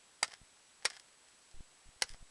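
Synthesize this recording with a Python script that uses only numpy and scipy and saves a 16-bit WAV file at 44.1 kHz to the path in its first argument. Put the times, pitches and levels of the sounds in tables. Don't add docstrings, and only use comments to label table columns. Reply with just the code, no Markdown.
import sys
import numpy as np
from scipy import signal
from scipy.fft import rfft, irfft
from scipy.io import wavfile
from scipy.ndimage import uniform_filter1d

SR = 44100
rng = np.random.default_rng(int(sys.argv[2]) if len(sys.argv) > 2 else 0)


def pcm_store(signal):
    levels = np.round(np.clip(np.atleast_2d(signal), -1, 1) * 32767)
    wavfile.write(sys.argv[1], SR, levels.astype(np.int16).T)


N = 101429

# frequency in Hz, gain in dB.
CRACK_SPECTRUM = [(30, -11.5), (130, -10), (280, -14.5), (420, -5.5), (1100, -1), (1600, 0.5), (3300, 1.5),
                  (4800, 3), (6800, 1.5), (9300, 0), (10500, -2.5), (12500, -28.5)]
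# frequency in Hz,
# width in Hz, gain in dB at the first, second and third blow.
ICE_MODES = [(274, 160, 1, 3, 1), (515, 128, 6, 12.5, 6.5), (663, 87, 4, 0.5, -6.5),
             (815, 122, 9.5, 8.5, 6), (963, 85, -1, -18, -5), (1056, 240, 6.5, 6, -5),
             (1254, 46, 6, -12, -27), (1380, 70, 10.5, 11.5, 0), (1660, 140, -4, 3, 11.5),
             (1844, 200, 14, 10.5, -9.5), (2001, 130, 2, -1, 12), (2146, 196, 16, 11, 3.5),
             (2417, 224, 5.5, 9.5, -6), (2700, 280, 1, -2, -2), (2996, 124, 0, 3, 8.5),
             (3510, 490, -2, 3, -8), (3960, 290, 10.5, 3, 1), (4180, 110, -8, 4, 5.5),
             (4747, 300, 13.5, 9, 4.5), (5505, 130, 8.5, 15.5, 8), (7320, 580, 4.5, -2, -14),
             (8300, 1300, 9.5, 3.5, -2), (9540, 310, 3.5, 7, -7)]
# start in seconds, crack level in dB, fracturing time in seconds, levels of thump,
# reverberation and bank echo in dB, splinter tilt in dB per octave, splinter level in dB.
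BLOWS = [(0.229, -0.5, 0.0038, -25, -9.5, -21, 0, -26), (0.8524, 0, 0.0064, -28.5, -12, -24, 1, -25.5),
         (2.0211, 0, 0.00408, -34.5, -14.5, -21.5, 3.5, -27)]


def blows(thump_lead_s=0.00037, bank_delay_s=0.0158, reflected_mode_share=0.51):
    out, hz, t = np.zeros(N), bin_frequencies(), np.arange(SR // 20) / SR
    spectrum_db = curve(CRACK_SPECTRUM, hz)
    for k, (start, db, length, thump_db, reverb_db, echo_db, *_) in enumerate(BLOWS):
        modes_db = resonance_db(ICE_MODES, hz, column=2 + k)
        force = amp(db) * fractures(t, length)
        direct = signal.fftconvolve(force, impulse_response(spectrum_db + modes_db))
        reflected = signal.fftconvolve(force, impulse_response(spectrum_db + reflected_mode_share * modes_db))
        add(out, start - thump_lead_s - t.mean(), amp(thump_db) * thump(t - t.mean()))
        add(out, start, direct)
        add(out, start + bank_delay_s, amp(echo_db) * reflected)
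        add(out, start, amp(reverb_db) * signal.fftconvolve(reflected, reverberation()))
    return out


def fractures(t, length, rise_s=0.000476, fall_s=0.0018, split_s=0.00086, split_decay_s=0.00083):
    gate = np.minimum(t / rise_s, 1) * np.exp(-np.maximum(t - length, 0) / fall_s)
    sag = amp(-7 * np.minimum(t / length, 1))
    split = amp(-6) * np.exp(-abs(t - split_s) / split_decay_s)
    return click_burst(gate * sag + split, grain_db=3.5, passes=16)


def thump(t, hz=800, width_s=0.00062):
    return np.cos(2 * np.pi * hz * t) * np.exp(-0.5 * (t / width_s) ** 2)


# frequency in Hz, gain in dB.
REVERB_SPECTRUM = [(100, -2.5), (500, -0.5), (1400, 5.5), (2500, -1), (5000, -3.5), (8000, -3.5),
                   (12000, -7)]
# frequency in Hz, time to fall 60 dB in seconds.
REVERB_T60 = [(100, 0.12), (700, .08), (2000, 0.064), (5000, 0.082), (11000, 0.048)]


def reverberation(rise_s=0.0022, far_db=-29, far_t60_s=0.22):
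    hz, t, bands = signal.stft(rng.standard_normal(SR // 2), SR, nperseg=128)
    near = amp(-60 * t / curve(REVERB_T60, hz)[:, None])
    far = amp(far_db - 60 * t / far_t60_s)
    colour = amp(curve(REVERB_SPECTRUM, hz))[:, None]
    _, wash = signal.istft(bands * (near + far) * colour, SR, nperseg=128)
    onset = np.minimum(np.arange(len(wash)) / SR / rise_s, 1) ** 2
    return unit_energy(wash * onset)


# start in seconds, level in dB, tilt in dB per octave,
# decay time in seconds.
TICKS = [(0.279, -28.5, 5.5, .0018), (0.2830, -33.5, -8, 0.0018), (0.3102, -36, 1, 0.0026),
         (0.3200, -29.5, 0, 0.00087), (0.3342, -31.5, -4, 0.0011), (0.3375, -24.5, 2.5, .0018),
         (0.8245, -35, -2, 0.00054), (0.831, -37.5, -1, 0.00076), (0.8467, -22.5, 5, 0.0017),
         (0.9004, -23, 5.5, 0.0031), (0.9050, -24.5, 0, 0.0039), (0.9170, -34, -4, 0.0028),
         (0.9310, -41, 2, 0.0024), (0.9505, -34, 1.5, 0.0058), (0.9655, -28, 1, 0.004),
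         (0.9700, -32, 1.5, 0.0025), (0.9970, -29, 6, 0.0032), (1.0850, -43.5, -4.5, .002),
         (1.285, -39.5, 3, 0.0018), (1.5134, -39, 5.5, .0002), (2.0135, -33, 3.5, 0.0013),
         (2.0923, -26.5, 6, 0.0021), (2.101, -34, 6, 0.0045), (2.1134, -39, 5, 0.0016),
         (2.1372, -31.5, 2.5, 0.0029), (2.1440, -33, -7, 0.0023)]


def ticks(rise_s=0.0006, reverb_db=-15.5):
    out, t = np.zeros(N), np.arange(SR // 25) / SR
    for start, db, tilt, decay in TICKS:
        envelope = np.minimum(t / rise_s, 1) * np.exp(-t / decay)
        force = click_burst(envelope, grain_db=4.5)
        add(out, start, amp(db) * signal.fftconvolve(force, chip_ring(tilt)))
    return out + amp(reverb_db) * signal.fftconvolve(out, reverberation())[:N]


def splinters(landings_per_s=2500, peak_s=0.086, spread_s=0.031, size_db=6):
    out, t = np.zeros(N), np.arange(SR // 4) / SR
    swell = np.exp(-0.5 * ((t - peak_s) / spread_s) ** 2)
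    for start, *_, tilt, db in BLOWS:
        size = amp(size_db * np.minimum(rng.exponential(1, len(t)), 3))
        polarity = rng.choice([-1, 1], len(t))
        lands = rng.random(len(t)) < landings_per_s / SR
        force = unit_energy(size * polarity * lands * swell)
        add(out, start, amp(db) * signal.fftconvolve(force, chip_ring(tilt)))
    return out


# frequency in Hz, gain in dB.
CHIP_SPECTRUM = [(60, -12), (350, -5), (700, 0.5), (1100, 0.5), (2000, 0.5), (4000, 0), (6600, -4.5),
                 (9500, -6), (10800, -13), (12500, -36)]
# frequency in Hz, width in Hz, gain in dB.
EDGE_MODES = [(740, 120, 6.5), (1717, 480, 9.5), (2060, 240, 6), (3200, 210, 6.5), (4120, 400, -0.5),
              (5160, 1100, 9.5)]


def chip_ring(tilt):
    hz = bin_frequencies()
    tilt_db = tilt * np.log2(np.clip(hz, 400, 8000))
    return impulse_response(curve(CHIP_SPECTRUM, hz) + resonance_db(EDGE_MODES, hz) + tilt_db)


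# start in seconds, length in seconds, level in dB,
# position of the crest as a fraction of the length.
PUFFS = [(0.404, .012, -68, 0.55), (0.4155, 0.0037, -50.5, 0), (0.425, .010, -57.5, 0.84),
         (1.543, 0.064, -44, 0.12), (1.5715, 0.036, -39.5, 0.95), (1.858, 0.013, -53.5, 0.7),
         (1.878, 0.014, -51, 0.81), (1.963, 0.0075, -59.5, 0), (2.040, 0.009, -56, 0.85),
         (2.103, 0.03, -42, 0.42), (2.130, .017, -51, 0.96), (2.208, 0.02, -45, .85)]


def air_puffs(roundness=0.65, eddy_hz=218, eddy_db=-24, low_cut_hz=3.2):
    pressure = np.zeros(N)
    for k, (start, length, db, crest) in enumerate(PUFFS):
        progress = np.arange(0, 1, 1 / (length * SR))
        crest = np.clip(crest, 0.02, 0.98)
        triangle = np.minimum(progress / crest, (1 - progress) / (1 - crest))
        swell = abs(np.sin(np.pi / 2 * triangle)) ** roundness
        add(pressure, start, -(-1) ** k * amp(db) * swell)
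    eddies = signal.lfilter(*signal.butter(2, eddy_hz, fs=SR), rng.standard_normal(N))
    pressure *= 1 + amp(eddy_db) * eddies / eddies.std()
    return signal.lfilter(*signal.butter(1, low_cut_hz, "high", fs=SR), pressure)


# frequency in Hz, relative spectral density in dB.
HISS_SPECTRUM = [(20, -2.5), (100, -2.5), (300, -0.5), (900, 1), (2500, 0), (5000, -1), (7000, -2.5),
                 (8000, -2), (10200, -4), (11300, -14), (12500, -34)]


def hiss(rms_db=-65.5):
    colour = amp(curve(HISS_SPECTRUM, np.fft.rfftfreq(N, 1 / SR)))
    noise = irfft(rfft(rng.standard_normal(N)) * colour, N)
    return amp(rms_db) * noise / noise.std()


def whine(hz=7868, flips_per_s=29.97, db=-72.5):
    t = np.arange(N) / SR
    flips = np.tanh(4 * np.sin(np.pi * flips_per_s * t))
    return amp(db) * np.sqrt(2) * flips * np.sin(2 * np.pi * hz * t)


def click_burst(envelope, grain_db, passes=8):
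    n = len(envelope)
    clicks = envelope * rng.standard_normal(n) * amp(grain_db * rng.standard_normal(n))
    for _ in range(passes):
        spectrum = rfft(clicks)
        white = irfft(spectrum / (abs(spectrum) + 1e-12), n)
        local_power = abs(uniform_filter1d(white ** 2, size=65)) * np.sum(envelope ** 2)
        clicks = white * np.minimum(1, envelope / np.sqrt(local_power + 1e-12))
    return unit_energy(clicks)


def resonance_db(modes, hz, column=2):
    return sum(mode[column] / (1 + (2 * (hz - mode[0]) / mode[1]) ** 2) for mode in modes)


def impulse_response(gain_db):
    log_spectrum = np.conj(signal.hilbert(np.log(amp(gain_db))))
    return unit_energy(np.fft.ifft(np.exp(log_spectrum)).real)


def curve(points, hz):
    knots_hz, values = np.transpose(points)
    return np.interp(np.log(hz + 1), np.log(np.abs(knots_hz) + 1), values)


def bin_frequencies(size=4096):
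    return np.abs(np.fft.fftfreq(size, 1 / SR))


def amp(db):
    return 10 ** (np.asarray(db) / 20)


def unit_energy(x):
    return x / np.sqrt(np.sum(x ** 2) + 1e-20)


def add(mix, start_s, sound):
    part = mix[max(round(start_s * SR), 0):][:len(sound)]
    part += sound[:len(part)]


def scene():
    return (blows() + ticks() + splinters() + air_puffs() + hiss() + whine())[None]


def record(dry):
    low_pass = signal.firwin(255, cutoff=12550, window=("kaiser", 9), fs=SR)
    return signal.oaconvolve(dry, low_pass[None], "same")


dry = scene()
out = record(dry)
pcm_store(out)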